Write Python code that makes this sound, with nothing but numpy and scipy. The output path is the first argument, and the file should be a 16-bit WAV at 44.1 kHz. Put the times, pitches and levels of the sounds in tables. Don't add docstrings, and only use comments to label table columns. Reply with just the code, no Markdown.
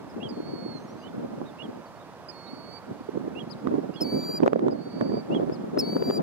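import sys
import numpy as np
from scipy import signal
from scipy.fft import rfft, irfft, next_fast_len
from scipy.io import wavfile
from scipy.ndimage import uniform_filter1d, minimum_filter1d, map_coordinates

SR = 44100
rng = np.random.default_rng(int(sys.argv[2]) if len(sys.argv) > 2 else 0)


def unload_wav(signal):
    wavfile.write(
        sys.argv[1],
        SR,
        np.round(np.clip(np.atleast_2d(signal).T, -1, 1) * 32767).astype(np.int16),
    )


N = 274302


def amp(db):
    return 10 ** (np.asarray(db) / 20)


def unit(x):
    return x / np.sqrt(np.mean(x ** 2) + 1e-20)


def along(points, hz):
    freqs, values = np.transpose(points)
    return np.interp(np.log(hz + 1), np.log(freqs + 1), values)


def bump(t, centre, width):
    return np.exp(-((t - centre) / width) ** 2)


def wobble(rate, size=N):
    return map_coordinates(rng.standard_normal(int(size * rate / SR) + 4), [np.arange(size) * rate / SR])


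def filtered(x, response):
    size = x.shape[-1]
    padded = next_fast_len(size + 4096)
    return irfft(rfft(x, padded) * response(np.fft.rfftfreq(padded, 1 / SR)), padded)[..., :size]


def noise(spectrum, size=N):
    return unit(filtered(rng.standard_normal((2, size)), lambda hz: amp(along(spectrum, hz))))


def stereo_noise(spectrum, alike):
    a, b = noise(spectrum)
    angle = lambda hz: np.arccos(np.clip(along(alike, hz), -1, 1)) / 2
    mid = filtered(a, lambda hz: np.cos(angle(hz)))
    side = filtered(b, lambda hz: np.sin(angle(hz)))
    return unit(np.array([mid + side, mid - side]))


def panned(pan_db):
    gains = amp(np.array([pan_db, -pan_db]) / 2).reshape(2, -1)
    return gains / np.sqrt(np.mean(gains ** 2, axis=0))


def placed(x, pan_db, lag_ms):
    delay_s = np.array([[lag_ms], [0]]) / 1000
    return panned(pan_db) * filtered(x, lambda hz: np.exp(-2j * np.pi * hz * delay_s))


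def add(track, start_s, x):
    start = max(round(start_s * SR), 0)
    part = x[..., :N - start]
    track[..., start:start + part.shape[-1]] += part


def shore():
    # freq_hz, gain_db
    wash = [(25, -12), (50, -13), (100, -1), (180, 0.5), (400, -2.5), (600, -0.5), (950, -2.5),
            (1400, -8.5), (2000, -16.5), (3000, -22), (4800, -24.5), (8000, -32.5), (15500, -40)]
    # freq_hz, likeness
    alike = [(200, 0.17), (350, 0.51), (600, 1), (950, 0.9), (1600, 0.79), (3000, 0.31), (9000, 0.31)]
    return amp(-45.5) * placed(stereo_noise(wash, alike), pan_db=-4, lag_ms=0.089)


def wind_strength(rise_s=0.018, fall_s=0.033, sag_db_per_s=3):
    # time_s, level_db
    breeze = [(0, -47), (.9, -44), (1.55, -49.5), (1.95, -63), (2.8, -59), (3.6, -41), (3.97, -44),
              (4.3, -35.5), (4.9, -38.5), (5.25, -42), (5.6, -36.5), (6.22, -35.5)]
    # start_s, length_s, level_db, pan_db
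    gusts = [(0.153, .6, -39.5, 3), (1.15, .3, -39.5, -0.5), (1.63, .15, -42, -0.5), (2.483, .23, -48, -2),
             (2.896, 0.0294, -39.5, -1), (3.138, .28, -38, -4), (3.655, .13, -31.5, -6.5),
             (3.843, 0.041, -35.5, -7), (4.022, .16, -32.5, -5), (4.427, .04, -27, -8),
             (4.534, 0.0293, -29, -7.5), (4.626, .06, -26, -2), (4.726, .04, -31, -7.5),
             (4.963, .21, -33, -4.5), (5.306, .09, -29, -0.5), (5.433, .07, -34.5, -5), (5.75, .47, -32, 3)]
    t = np.arange(N) / SR
    power = amp(np.interp(t, *np.transpose(breeze))) ** 2
    side = np.zeros(N)
    for start, length, db, pan_db in gusts:
        edges = np.exp(-np.maximum(start - t, 0) / rise_s - np.maximum(t - start - length, 0) / fall_s)
        gust = (edges * amp(db - sag_db_per_s * np.clip(t - start, 0, length))) ** 2
        power += gust
        side += pan_db * gust
    return 10 * np.log10(power), side / power


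def wind(gust_db, side_db, lump_limit_db=5.5):
    # freq_hz, gain_db
    buffet = [(25, -27), (50, -40), (100, -13.5), (160, -0.5), (240, 3.5), (400, -4), (600, -11),
              (1000, -29), (2000, -36), (5000, -94)]
    # freq_hz, gain_db
    flutter = [(100, -81), (250, 4), (400, 2.5), (600, -2.5), (1000, -15.5), (2000, -48.5), (5000, -49),
               (15000, -91)]
    # freq_hz, likeness
    alike = [(100, 0.67), (180, 0.3), (300, -0.21), (600, -0.63), (1200, -1.03), (3000, -0.14)]
    lumps_db = 2.82 * wobble(70) + 0.97 * np.array([wobble(110), wobble(110)])
    force_db = gust_db + np.minimum(lumps_db, lump_limit_db)
    low = amp(force_db + 1) * stereo_noise(buffet, alike) * panned(pan_db=-3)
    bright = amp(-35.5 + 1.57 * (force_db + 33.5)) * stereo_noise(flutter, alike) * panned(pan_db=2)
    return panned(side_db) * (low + bright)


def chance_eddies(gust_db, side_db, count, spread_db=1.5):
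    odds = np.cumsum(amp(gust_db / 2))
    at = np.searchsorted(odds, (np.arange(count) + rng.random(count)) / count * odds[-1])
    size, stray_db = rng.standard_normal((count, 2)).T
    db = gust_db[at] + spread_db * size
    return np.transpose([at / SR, db + 6.5, db - 19, side_db[at] + stray_db])


def eddies(chance_rows, thump_hz=344, thump_s=0.0021, crack_s=0.0013, left_lag_cycles=0.34):
    # time_s, thump_db, crack_db, pan_db
    hardest = [(0.165, -24, -67, 8), (0.403, -20, -60, -2), (0.537, -19, -65, 0.5), (0.663, -20.5, -69, -3),
               (1.181, -21, -62, -4), (1.415, -22.5, -44, -9), (2.535, -27, -62, -4),
               (3.01, -26.5, -58, -3), (3.091, -18.5, -51, -10), (3.153, -22.5, -58, -9),
               (3.175, -14.5, -46, -9), (3.279, -19, -58, -2), (3.672, -13, -34.5, -7),
               (3.741, -13, -40.5, -4), (3.782, -16.5, -46, -6), (4.403, -13.5, -38, -9),
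               (4.433, -9.5, -30.5, -7), (4.442, -15.5, -44, 10), (4.462, -7, -26.5, 2),
               (4.469, -10, -36.5, 2), (4.478, -6, -21, -3), (4.532, -6.5, -24, -5.5),
               (4.56, -4.5, -36, -5), (4.593, -14.5, -33.5, -3.5), (4.623, -10.5, -58, -13),
               (4.666, -6.5, -39, -8), (4.683, -10, -30, -5), (5.011, -13.5, -31.5, -8.5),
               (5.12, -15.5, -44.5, -6), (5.306, -16, -59, -1), (5.349, -17.5, -39, -8),
               (5.398, -17.5, -48, -12), (5.497, -14, -42.5, 7), (5.775, -14.5, -35, 5),
               (5.966, -16, -34.5, 6), (6.024, -11, -38, 5), (6.1, -10, -38, 6), (6.108, -16.5, -36.5, -2)]
    # freq_hz, gain_db
    crack_tone = [(200, -31), (600, 15.5), (1200, 8), (2500, -10.5), (5000, -22.5), (9000, -36),
                  (15000, -45)]
    ports = np.zeros((2, N))
    t = np.arange(-1024, 1024) / SR
    treble_octaves = lambda f: np.log2(np.maximum(f / 3300, 1))
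    for time_s, thump_db, crack_db, pan_db in [*hardest, *chance_rows]:
        speed = np.exp(0.018 * (thump_db + 14.5))
        hz = thump_hz * speed * np.exp(0.24 * wobble(294.3, len(t)))
        phase = 2 * np.pi * (np.cumsum(hz) / SR + rng.random() + np.array([[0], [left_lag_cycles]]))
        thump = panned(pan_db) * np.sin(phase) / np.cosh(speed * t / thump_s)
        spray = 0.15 * rng.standard_normal((2, len(t))) * np.exp(-np.abs(t) / crack_s)
        clicks = (t == 0) + spray
        tilt_db = 0.38 * max(crack_db + 25, 0)
        crack = filtered(clicks, lambda f: 1j * amp(along(crack_tone, f) + tilt_db * treble_octaves(f)))
        crack = placed(crack / np.abs(crack).max(), pan_db, lag_ms=0.3)
        add(ports, time_s + t[0] + 0.0008, amp(thump_db - 2) * thump + amp(crack_db + 15.5) * crack)
    return ports


def ticks(decay_s=0.0005):
    # time_s, peak_db
    bursts = [(4.458, -40), (4.5322, -38)]
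    # freq_hz, gain_db
    tick_tone = [(3000, -18), (15500, -1)]
    ports = np.zeros((2, N))
    t = np.arange(-256, 256) / SR
    for time_s, db in bursts:
        burst = noise(tick_tone, len(t)) * np.exp(-np.abs(t) / decay_s)
        add(ports, time_s + t[0], amp(db) * burst / np.abs(burst).max())
    return ports


def bank_echo(x, fade_s=0.69, return_s=0.28, return_db=-11):
    t = np.arange(SR) / SR
    scatter = amp(-60 * t / fade_s) * (1 - np.exp(-t / 0.0056))
    far_bank = amp(return_db) * bump(t, return_s, 0.051)
    tail = rng.standard_normal((2, SR)) * (scatter + far_bank)
    return signal.fftconvolve(np.atleast_2d(x), tail / np.linalg.norm(tail[0]), axes=1)[:, :N]


def whistle(rows, jitter, shimmer_db):
    times, hz, db = np.transpose(rows)
    t = np.arange(times[0], times[-1], 1 / SR)
    pitch = uniform_filter1d(np.interp(t, times, hz), size=220, mode="nearest")
    pitch *= 1 + jitter * wobble(253, len(t))
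    edges = np.clip(np.minimum(t - t[0], t[-1] - t) / 0.00096, 0, 1)
    envelope = edges * amp(np.interp(t, times, db) + shimmer_db * wobble(69.2, len(t)))
    return pitch, 2 * np.pi * np.cumsum(pitch) / SR, np.sqrt(2) * envelope


def note(rows, octave_db, rough):
    pitch, phase, envelope = whistle(rows, jitter=0.0071, shimmer_db=1.5)
    grain = 1 + rough * wobble(1270, len(pitch))
    return envelope * grain * (np.sin(phase) + amp(octave_db) * np.sin(2 * phase))


def small_birds(flicker_db=2):
    # top_s, length_s, top_hz, fall_share, level_db, pan_db
    chips = [(0.104, 0.035, 5190, 0.16, -63, 13), (1.012, 0.086, 4820, 0.17, -63, 13),
             (1.473, 0.046, 3810, 0.11, -55, -22), (1.865, 0.027, 4650, .12, -65, -4),
             (1.966, 0.037, 4520, 0.24, -69, -5), (2.014, .036, 3800, 0.11, -60, -19),
             (2.475, 0.032, 3920, .09, -57, -17), (3.514, 0.04, 5070, 0.32, -46, 18),
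             (4.226, 0.043, 3700, .12, -61, -10), (5.538, 0.041, 5230, 0.28, -51, 24)]
    # time_s, pitch_hz, level_db
    song = [(.76, 6350, -71), (.8, 6040, -68), (.862, 6600, -72), (.868, 5900, -76), (.888, 5460, -63),
            (.932, 6200, -68), (.945, 5550, -78), (.98, 6250, -74), (1.045, 6120, -68)]
    voices = np.zeros((2, N))
    u = np.linspace(-0.42, 0.7, num=15)
    for top_s, length, hz, fall, db, pan_db in chips:
        arch_hz = hz * (1 - fall * (1 - bump(u, 0, 0.53)))
        rows = np.transpose([top_s + u * length, arch_hz, db - 30 * (u - 0.1) ** 2])
        add(voices, rows[0, 0], panned(pan_db) * note(rows, octave_db=-26, rough=0.098))
    add(voices, song[0][0], note(song, octave_db=-35, rough=0.05))
    return voices * amp(-0.5 + flicker_db * wobble(150))


def yelps(droop=0.125, fade_db=12):
    # break_s, before_s, after_s, high_hz, low_db, high_db
    breaks = [(0.231, 0.028, 0.051, 3296, -42, -40), (1.079, 0.065, .022, 3530, -51, -58),
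              (1.624, .038, 0.042, 3376, -39, -48), (3.395, 0.044, .035, 3290, -41, -46),
              (3.961, .032, 0.057, 3350, -49.5, -45.5), (5.345, .037, 0.041, 3336, -42.5, -40.5)]
    voice = np.zeros(N)
    u = np.linspace(0, 1, num=9)
    for at, before, after, hz, low_db, high_db in breaks:
        low = [(at - before, 0.78 * hz, low_db - 10.5),
               (at - before / 2, 0.842 * hz, low_db - 3),
               (at, 0.872 * hz, low_db),
               (at + 0.0028, 0.88 * hz, low_db - 18)]
        high = np.transpose([at - 0.001 + after * u, hz * (1 - droop * u**3), high_db - fade_db * u**3])
        for rows in (low, high):
            add(voice, rows[0][0], note(rows, octave_db=-32, rough=0.12))
    return voice


def call(start, length, accent_hz, accent_db, held, waver_hz, waver_db, flick_hz):
    t = np.arange(0, length, 1 / SR)
    accent = np.exp(-np.abs((t - 0.0143) / 0.017) ** 2.53)
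    attack = np.maximum(1 - t / 0.003, 0)
    release = np.maximum(1 - (length - t) / 0.015, 0)
    waver = wobble(18.7, len(t))
    tremor = np.sin(2 * np.pi * 139 * t) * (1 - t / length)
    times, hz, db = np.transpose(held)
    held_hz = np.interp(start + t, times, hz) + waver_hz * waver
    held_db = np.interp(start + t, times, db) + waver_db * waver
    hz = (held_hz + (accent_hz - held_hz) * accent - flick_hz * release) * (1 + 0.003 * tremor)
    db = held_db + (accent_db - held_db) * accent - 15 * (attack + release ** 2) + 0.5 * tremor
    db -= 8 * bump(t, 0.0355, 0.002)
    return np.transpose([start + t, hz, db])


def held_note(start, length, from_hz, to_hz, bow_hz, push_hz, from_db, to_db, sag_db):
    t = np.arange(0, length, 1 / SR)
    u, remaining_s = t / length, length - t
    sag = bump(u, 0.54, 0.087)
    ease = bump(remaining_s, 0.059, 0.028)
    push = bump(remaining_s, 0.033, 0.024)
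    glide_hz = from_hz + (to_hz - from_hz) * u + bow_hz * np.sin(np.pi * u)
    hz = glide_hz - 27 * ease + push_hz * push
    db = from_db + (to_db - from_db) * u - sag_db * sag - 1.5 * ease + 3 * push
    return np.transpose([start + t, hz, db])


def killdeer(calls, rasp, strain_db, hiss_db=-16):
    # freq_hz, gain_db
    throat = [(2300, -21.5), (2650, -32), (4100, 2.5), (5300, -2), (6750, -34), (7050, -19), (7900, -34),
              (9350, -28), (9700, -28), (10500, -22), (11400, -31.5), (13100, -24), (13550, -29),
              (14100, -21.5), (14450, -30), (15700, -32)]
    # freq_hz, gain_db
    hiss = [(4000, -32), (6000, 0), (15000, -9)]
    voice = np.zeros(N)
    for rows in calls:
        pitch, phase, envelope = whistle(rows, jitter=0.00057, shimmer_db=0.6)
        size = len(pitch)
        catch = 1.5 * bump(np.arange(size) / SR, 0.0075, 0.0039)
        hoarse = rasp * (np.minimum(envelope / amp(strain_db), 1) ** 2 + catch)
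        phase += hoarse * wobble(900, size)
        envelope *= 1 + hoarse * wobble(780, size)
        tone = amp(hiss_db) * hoarse * noise(hiss, size)[0]
        for k in range(1, 7):
            drift_db = 1.5 * wobble(14.8, size) + 1.2 * wobble(140, size)
            tone += amp(along(throat, k * pitch / 2) + drift_db * (k != 2)) * np.sin(k * phase / 2)
        add(voice, rows[0, 0], envelope * tone)
    return voice


def far_killdeer():
    # start_s, length_s, accent_hz, accent_db
    accents = [(0.285, 0.51, 4890, -46.5), (2.283, 0.51, 5000, -41.5), (3.937, .5, 5050, -60),
               (4.706, 0.51, 4910, -50.5)]
    # time_s, pitch_hz, level_db
    held_notes = [
        [(0.33, 4390, -63), (0.42, 4320, -60.5), (0.486, 4490, -53.5), (0.718, 4320, -51.5), (0.775, 4210, -52)],
        [(2.33, 4350, -60.5), (2.484, 4380, -52), (2.556, 4470, -58), (2.698, 4444, -55.5), (2.765, 4580, -51)],
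        [(3.97, 4230, -62), (4.42, 4710, -60)],
        [(4.76, 4431, -65), (4.83, 4480, -58.5), (5.034, 4574, -56), (5.195, 4644, -53)],
    ]
    # freq_hz, gain_db
    air = [(2200, 9.5), (4000, 3), (5300, 2), (7000, -9), (9000, -8), (12000, -27)]
    calls = [call(*row, held, waver_hz=13.3, waver_db=1, flick_hz=230)
             for row, held in zip(accents, held_notes)]
    return filtered(killdeer(calls, rasp=0.25, strain_db=-36), lambda hz: amp(along(air, hz)))


def near_killdeer():
    # from_hz, to_hz, bow_hz, push_hz, from_db, to_db, sag_db
    whistles = [(4.005, 0.3854, 5230, -28, 4475, 4747, 56.3, 79, -41.5, -36.5, 0.5),
                (5.783, 0.406, 5290, -24, 4410, 4757, 54.9, 85, -39, -38.5, 5.5)]
    calls = []
    for start, length, hz, db, *shape in whistles:
        held = held_note(start, length, *shape)
        calls.append(call(start, length, hz, db, held, waver_hz=6.8, waver_db=1.1, flick_hz=120))
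    return killdeer(calls, rasp=0.12, strain_db=-24)


def scene():
    # freq_hz, lead_radians
    left_lead = [(2300, -0.68), (4700, -0.88), (7000, -0.88), (9400, -0.72), (11800, -0.37), (14200, -.4)]
    near = near_killdeer()
    shifted = filtered(near, lambda hz: np.exp(1j * along(left_lead, hz) * np.array([[1], [0]])))
    far = placed(far_killdeer(), pan_db=-12, lag_ms=0.075)
    yelp = placed(yelps(), pan_db=-13.5, lag_ms=0.073)
    small = small_birds()
    birds = panned(pan_db=0.6) * shifted + far + yelp + small
    echo = bank_echo(amp(-27.5) * near + amp(-23.5) * yelp + amp(-17) * (far + small))
    gust_db, side_db = wind_strength()
    swirls = chance_eddies(gust_db, side_db, count=28)
    gusts = wind(gust_db, side_db) + eddies(swirls)
    return shore() + gusts + ticks() + echo + birds


def limited(x, ceiling_db=-5.5, recovery_db_per_s=9.5):
    ramp = recovery_db_per_s * np.arange(N) / SR
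    excess_db = np.maximum(20 * np.log10(np.abs(x).max(axis=0) + 1e-9) - ceiling_db, 0)
    gain_db = ramp - np.maximum.accumulate(excess_db + ramp)
    return x * amp(uniform_filter1d(minimum_filter1d(gain_db, size=45), size=45))


def record(dry):
    low_hz, top_hz = 58, 15950
    low_cut = signal.butter(3, low_hz, "highpass", fs=SR, output="sos")
    return filtered(signal.sosfilt(low_cut, limited(dry)), lambda hz: hz < top_hz)


dry = scene()
out = record(dry)
unload_wav(out)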